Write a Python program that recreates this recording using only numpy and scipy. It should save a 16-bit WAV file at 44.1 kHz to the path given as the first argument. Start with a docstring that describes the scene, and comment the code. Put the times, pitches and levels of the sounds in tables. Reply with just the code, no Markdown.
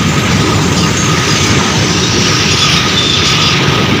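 """A long freight train rolls past at a few metres on jointless track. From the start the wagon bodies
rumble, the wheels roar on the rail and make it ring near 1.2 kHz, and their rims hiss; a thin hiss near
15 kHz lies on top. Flanges soon rub now and then, ringing the wheel or locking into a short squeal. After
a second the rims' singing swells, then sinks in pitch. Around three seconds come harsh grinding and the
strongest squeals, near 3.5 kHz, and the train rolls on. Throughout, the loudest peaks hit a limiter."""
import sys
import numpy as np
from scipy.fft import rfft, irfft
from scipy.io import wavfile
from scipy.ndimage import uniform_filter1d, minimum_filter1d

SR = 44100
rng = np.random.default_rng(int(sys.argv[2]) if len(sys.argv) > 2 else 0)


def unload_wav(signal):
    """Save mono or channel-first audio to the path in sys.argv[1] as 16-bit WAV at rate SR, clipped to [-1, 1]."""
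    wavfile.write(
        sys.argv[1],
        SR,
        np.round(np.clip(np.atleast_2d(signal).T, -1, 1) * 32767).astype(np.int16),
    )


N = 176400
T = np.arange(N) / SR
HZ = np.maximum(np.fft.rfftfreq(N, 1 / SR), 1)
CUTOFF_HZ = 15600


def from_db(db):
    """Decibels to gain."""
    return 10 ** (np.asarray(db) / 20)


def rms_one(x):
    """Scale to unit rms."""
    return x / np.sqrt(np.mean(np.abs(x) ** 2) + 1e-20)


def curve(rows, column=1):
    """One column of a control curve at every sample."""
    rows = np.array(rows)
    return np.interp(T, rows[:, 0], rows[:, column])


def fader(rows, trim_db=0):
    """Gain that rides a level curve, plus a constant trim."""
    return from_db(curve(rows) + trim_db)


def drift(rate_hz):
    """Smooth random wander of spread 1."""
    return rms_one(irfft(rfft(rng.standard_normal(N)) / (1 + (HZ / rate_hz) ** 2), N))


def noise(eq, flicker_db, bands=3):
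    """Noise shaped by an EQ and cut steeply beyond its ends, in bands that flicker separately; rms 1."""
    hz, db = np.transpose(eq)
    shape = from_db(np.interp(np.log(HZ), np.log(hz), db))
    shape /= np.sqrt((1 + (hz[0] / HZ) ** 40) * (1 + (HZ / hz[-1]) ** 40))
    coloured = rfft(rng.standard_normal(N)) * shape
    band = np.digitize(HZ, np.geomspace(hz[0], hz[-1], bands + 1)[1:-1])
    layers = (irfft(coloured * (band == k), N) for k in range(bands))
    return rms_one(sum(layer * from_db(flicker_db * drift(13.3)) for layer in layers))


def resonance(hz, width_hz, steadiness):
    """A randomly driven mode (complex) at a held or moving pitch; steadiness 0-1 evens out its swings."""
    swing = drift(width_hz / 2) + 1j * drift(width_hz / 2)
    swing /= (np.abs(swing) + 0.16) ** steadiness
    cycles = np.cumsum(np.broadcast_to(hz, N)) / SR
    return rms_one(swing) * np.exp(2j * np.pi * cycles)


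def contact(start, length, attack_s=0.0091, release_s=0.023):
    """Envelope of a flange touching the rail: attack, hold, release."""
    attack = np.clip((T - start) / attack_s + 0.5, 0, 1)
    return attack * np.exp(-np.maximum(T - start - length, 0) / release_s)


# Fader rides for the deep rumble and the body drumming. Each row: time in seconds, level in dB before trim.
RUMBLE_RIDE = [(0.0, -14.5), (0.24, -14.5), (0.42, -12), (1.02, -15.5), (1.2, -14.5), (1.26, -17.0),
               (1.56, -12.8), (1.65, -17), (1.8, -12.5), (1.86, -14), (2.35, -16), (2.53, -14.5),
               (2.62, -18), (2.74, -15.2), (2.89, -21), (2.98, -15.5), (3.04, -19), (4.0, -14.5)]
BODY_RIDE = [(0.0, -18), (0.33, -16.5), (0.42, -17), (0.57, -15.5), (0.96, -17.9), (1.17, -17.5),
             (1.23, -20), (1.53, -16), (2.11, -18.3), (2.17, -15), (2.26, -18), (2.56, -18.5),
             (2.65, -22.5), (2.92, -18), (3.31, -20.5), (3.58, -17), (3.94, -14.5), (4.0, -19)]
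# Their tone colours. Each row: frequency in Hz, relative level in dB.
RUMBLE_EQ = [(22, -31), (38, -30.5), (72, -8.5), (95, 0), (118, -1), (166, 0.5), (220, -6.5)]
BODY_EQ = [(200, 0), (253, -2.5), (378, -4), (436, -5.5), (520, -10.5), (650, -15.5)]
# Hollow notes of the steel panels. Each row: pitch in Hz, width in Hz, relative level in dB.
PANEL_MODES = [(141.4, 5.9, -7.5), (170.4, 23, -17), (303.2, 12, -7.5), (371, 36, -6.5)]


def wagons():
    """Deep rumble of the bogies and the drumming of the steel bodies with their panel resonances."""
    panels = sum(from_db(db) * resonance(hz, width, steadiness=0.1).real for hz, width, db in PANEL_MODES)
    rumble = fader(RUMBLE_RIDE, trim_db=0.25) * noise(RUMBLE_EQ, flicker_db=0.2)
    drumming = fader(BODY_RIDE, trim_db=-1) * (noise(BODY_EQ, flicker_db=1.85) + panels)
    return rumble + drumming


# Rides for the low roar, high roar and rail ring. 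Each row: time in seconds, level in dB before any trim.
LOW_ROAR_RIDE = [(0.0, -27), (0.51, -22.3), (0.9, -23), (0.96, -28), (1.14, -23.5), (1.56, -24.5),
                 (1.65, -21), (1.77, -23), (2.62, -25.5), (2.89, -24.3), (3.13, -27.5), (3.4, -24.5),
                 (3.7, -22.5), (4.0, -24.8)]
HIGH_ROAR_RIDE = [(0.0, -23), (0.27, -20.5), (0.81, -25.2), (0.9, -21.5), (1.5, -19.1), (2.08, -23),
                  (2.32, -19), (2.62, -21.5), (2.71, -17.5), (3.13, -24), (3.25, -20.2), (3.46, -22),
                  (3.52, -17.5), (4.0, -20.5)]
RING_RIDE = [(0.0, -22), (0.33, -23), (0.39, -24.5), (0.54, -20), (0.6, -28), (0.75, -25.5), (0.9, -19),
             (0.99, -25), (1.08, -19), (1.38, -24.5), (1.62, -21), (1.8, -33), (1.86, -25.5), (2.23, -27.5),
             (2.29, -17.5), (2.5, -27), (2.65, -18), (3.1, -25.5), (3.4, -17), (3.61, -24.5), (3.7, -21),
             (4.0, -24)]
# Midrange colours of the two roars. 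Each row: frequency in Hz, relative level in dB.
LOW_ROAR_EQ = [(600, -3.5), (730, -0.5), (850, 1.5), (970, 3), (1100, 0.5), (1400, -2.5)]
HIGH_ROAR_EQ = [(1400, -1.9), (1800, -1), (2500, -0.93)]


def rails():
    """Broad roar of the track under the wheels, and the rail's ring between its sleepers."""
    low = fader(LOW_ROAR_RIDE) * noise(LOW_ROAR_EQ, flicker_db=1.35)
    high = fader(HIGH_ROAR_RIDE) * noise(HIGH_ROAR_EQ, flicker_db=1.63)
    ring = fader(RING_RIDE, trim_db=2.1) * resonance(hz=1248, width_hz=96, steadiness=0.067).real
    return low + high + ring


# Rides for three wheel layers and a thin top hiss. Each row: time in seconds, level in dB before trim.
RUSH_RIDE = [(0.0, -22), (0.68, -23), (1.21, -20), (1.39, -19), (1.85, -20), (2.1, -20), (2.49, -16),
             (3.0, -18), (3.19, -17), (3.39, -14.5), (3.55, -17), (4.0, -19.5)]
HISS_RIDE = [(0.0, -25.5), (0.28, -27), (0.29, -22), (0.75, -25.5), (0.78, -18.5), (0.92, -24.5),
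             (1.5, -18.5), (1.56, -22), (2.25, -16.5), (2.76, -17.5), (2.81, -20.5), (3.33, -16.5),
             (3.41, -21.5), (3.43, -20), (3.55, -21), (4.0, -26.5)]
SIZZLE_RIDE = [(0.0, -31), (0.97, -28.5), (1.0, -25), (1.09, -29.5), (1.43, -27.5), (2.19, -32),
               (2.21, -29.5), (2.78, -35), (2.82, -38), (3.01, -33), (3.24, -36), (3.27, -25), (3.35, -36),
               (3.53, -34.5), (3.56, -38.5), (4.0, -41)]
TOP_HISS_RIDE = [(0.0, -42), (0.21, -42), (0.57, -42), (1.02, -41.5), (1.47, -39), (1.56, -44), (1.8, -43),
                 (2.11, -45), (2.38, -41), (2.5, -43), (2.77, -40.5), (3.19, -47), (3.31, -40),
                 (3.4, -43.5), (3.88, -43), (4.0, -47.4)]
# Their tone colours. Each row: frequency in Hz, relative level in dB.
RUSH_EQ = [(2400, -3), (2750, 1.5), (3100, 0), (3550, 0), (4000, -1)]
HISS_EQ = [(4000, -0.5), (4700, -0.5), (5300, -.5), (6000, -0.5), (6400, -9)]
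SIZZLE_EQ = [(6400, 5), (6700, -4.5), (7200, 0), (7550, -7), (7950, -13.5), (8800, -17), (9900, -25)]
TOP_HISS_EQ = [(8200, -4.5), (9500, -5.5), (11000, -8), (12500, -10), (13900, -10.5), (14600, -.5),
               (15500, 0.5)]
# Breathy singing of the rims, sinking as they pass. Each row: time in seconds, pitch in Hz, level in dB.
RIM_SONG = [(0, 6240, -38), (.8, 6380, -36), (1.35, 6350, -23), (1.75, 6250, -24.5), (1.95, 5800, -22),
            (2.4, 5550, -19), (2.75, 5520, -24.5), (3.1, 5400, -30), (4, 5400, -39)]


def wheels_and_top_hiss():
    """Rolling wheels hiss and their rims sing; a thin hiss near 15 kHz is perhaps microphone resonance."""
    rush = fader(RUSH_RIDE, trim_db=-0.13) * noise(RUSH_EQ, flicker_db=1.5, bands=6)
    hiss = fader(HISS_RIDE, trim_db=-1) * noise(HISS_EQ, flicker_db=1.75, bands=6)
    sizzle = fader(SIZZLE_RIDE, trim_db=2.5) * noise(SIZZLE_EQ, flicker_db=2.5, bands=8)
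    top_hiss = fader(TOP_HISS_RIDE, trim_db=1.3) * noise(TOP_HISS_EQ, flicker_db=-0.7)
    rim_tone = resonance(curve(RIM_SONG), width_hz=480, steadiness=0).real
    song = from_db(curve(RIM_SONG, column=2)) * rim_tone
    return rush + hiss + sizzle + top_hiss + song


# The wheel's metallic chord. Each row: pitch in Hz, width in Hz, relative level in dB.
WHEEL_MODES = [(3470, 130, -1), (4960, 130, 4.5), (6650, 110, -0.5), (7100, 230, -18), (9220, 240, -14)]
# Flange rubs. Each row: start in seconds, length in seconds, drive in dB, brightness in dB per octave.
FLANGE_RUBS = [(0.765, 0.056, -26, 3), (1.285, 0.072, -27, -3), (1.424, 0.069, -29, -2),
               (2.507, 0.03, -20, 0), (2.587, 0.054, -22, 0.5), (2.688, 0.066, -30, 9),
               (2.983, 0.15, -32, 4), (3.255, .06, -21, -5), (3.41, 0.13, -27, -15)]


def rubs(pivot_hz=4960):
    """A rubbing flange sets all the wheel's modes ringing, each rub with its own brightness."""
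    out = 0
    for hz, width, mode_db in WHEEL_MODES:
        octaves = np.log2(hz / pivot_hz)
        force = sum(from_db(db + tilt * octaves) * contact(start, length)
                    for start, length, db, tilt in FLANGE_RUBS)
        out += from_db(mode_db) * force * resonance(hz, width, steadiness=0.17).real
    return out


# Grinding surges. Each row: start in seconds, length in seconds, level in dB.
GRINDS = [(2.652, 0.12, -16), (3.25, .07, -24), (3.41, 0.13, -19.5)]
# Their rasping colour. Each row: frequency in Hz, relative level in dB.
GRIND_EQ = [(2300, 2), (2620, 5), (2950, 2), (3330, 6), (3900, -20), (5500, 2.5), (6500, -11)]


def grinding():
    """Harsh surges of steel scraping on steel as a bogie goes by."""
    force = sum(from_db(db) * contact(start, length) for start, length, db in GRINDS)
    return force * noise(GRIND_EQ, flicker_db=1.5, bands=8)


# Piercing accents. 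Each row: start in seconds, length in seconds, midpoint pitch in Hz, level in dB.
SQUEALS = [(.19, 0.037, 11490, -37), (.78, 0.029, 3090, -20), (0.818, .02, 2840, -20),
           (.97, 0.084, 6500, -14.5), (1.246, 0.053, 10690, -41), (1.298, 0.059, 4880, -19),
           (1.352, .05, 6290, -23), (2.025, 0.022, 3770, -13.5), (2.518, .04, 9440, -36),
           (2.611, 0.038, 3430, -14), (2.765, 0.032, 3740, -15), (2.967, .07, 3554, -9),
           (3.06, .08, 3550, -13.5), (3.16, 0.23, 3510, -18), (3.343, .03, 2950, -21),
           (3.425, 0.059, 4820, -13)]


def squeals(sag_per_s=0.17, octave_db=-24):
    """Stick and slip locks onto one mode; its pitch sinks as the wheel goes by."""
    out = 0
    for start, length, hz, db in SQUEALS:
        pitch = hz * (1 - sag_per_s * (T - start - length / 2))
        tone = resonance(pitch, width_hz=130, steadiness=0.17)
        if hz < CUTOFF_HZ / 4:  # the lower squeals carry a faint octave
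            tone = tone + from_db(octave_db) * tone ** 2
        out += from_db(db) * contact(start, length) * tone.real
    return out


def scene(chatter_db=0.95):
    """The mono mix from one spot beside the track; uneven contact shakes the treble layers together."""
    chatter = from_db(chatter_db * drift(rate_hz=67))
    bed = wagons() + rails()
    treble = wheels_and_top_hiss() + rubs() + grinding() + squeals()
    return (bed + chatter * treble)[None]


def record(dry, ceiling=1.0, window_s=0.002, share=0.54):
    """A fast limiter takes a share of each overshoot in dB, the rest is clipped, and the top is cut."""
    window = 2 * int(window_s * SR / 2) + 1
    needed_gain = np.minimum(1, ceiling / (np.abs(dry) + 1e-9))
    gain = uniform_filter1d(minimum_filter1d(needed_gain, window), window) ** share
    clipped = np.clip(dry * gain, -ceiling, ceiling)
    high_cut = np.clip((CUTOFF_HZ - HZ) / 100, 0, 1)
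    return irfft(rfft(clipped) * high_cut, N)


dry = scene()
out = record(dry)
unload_wav(out)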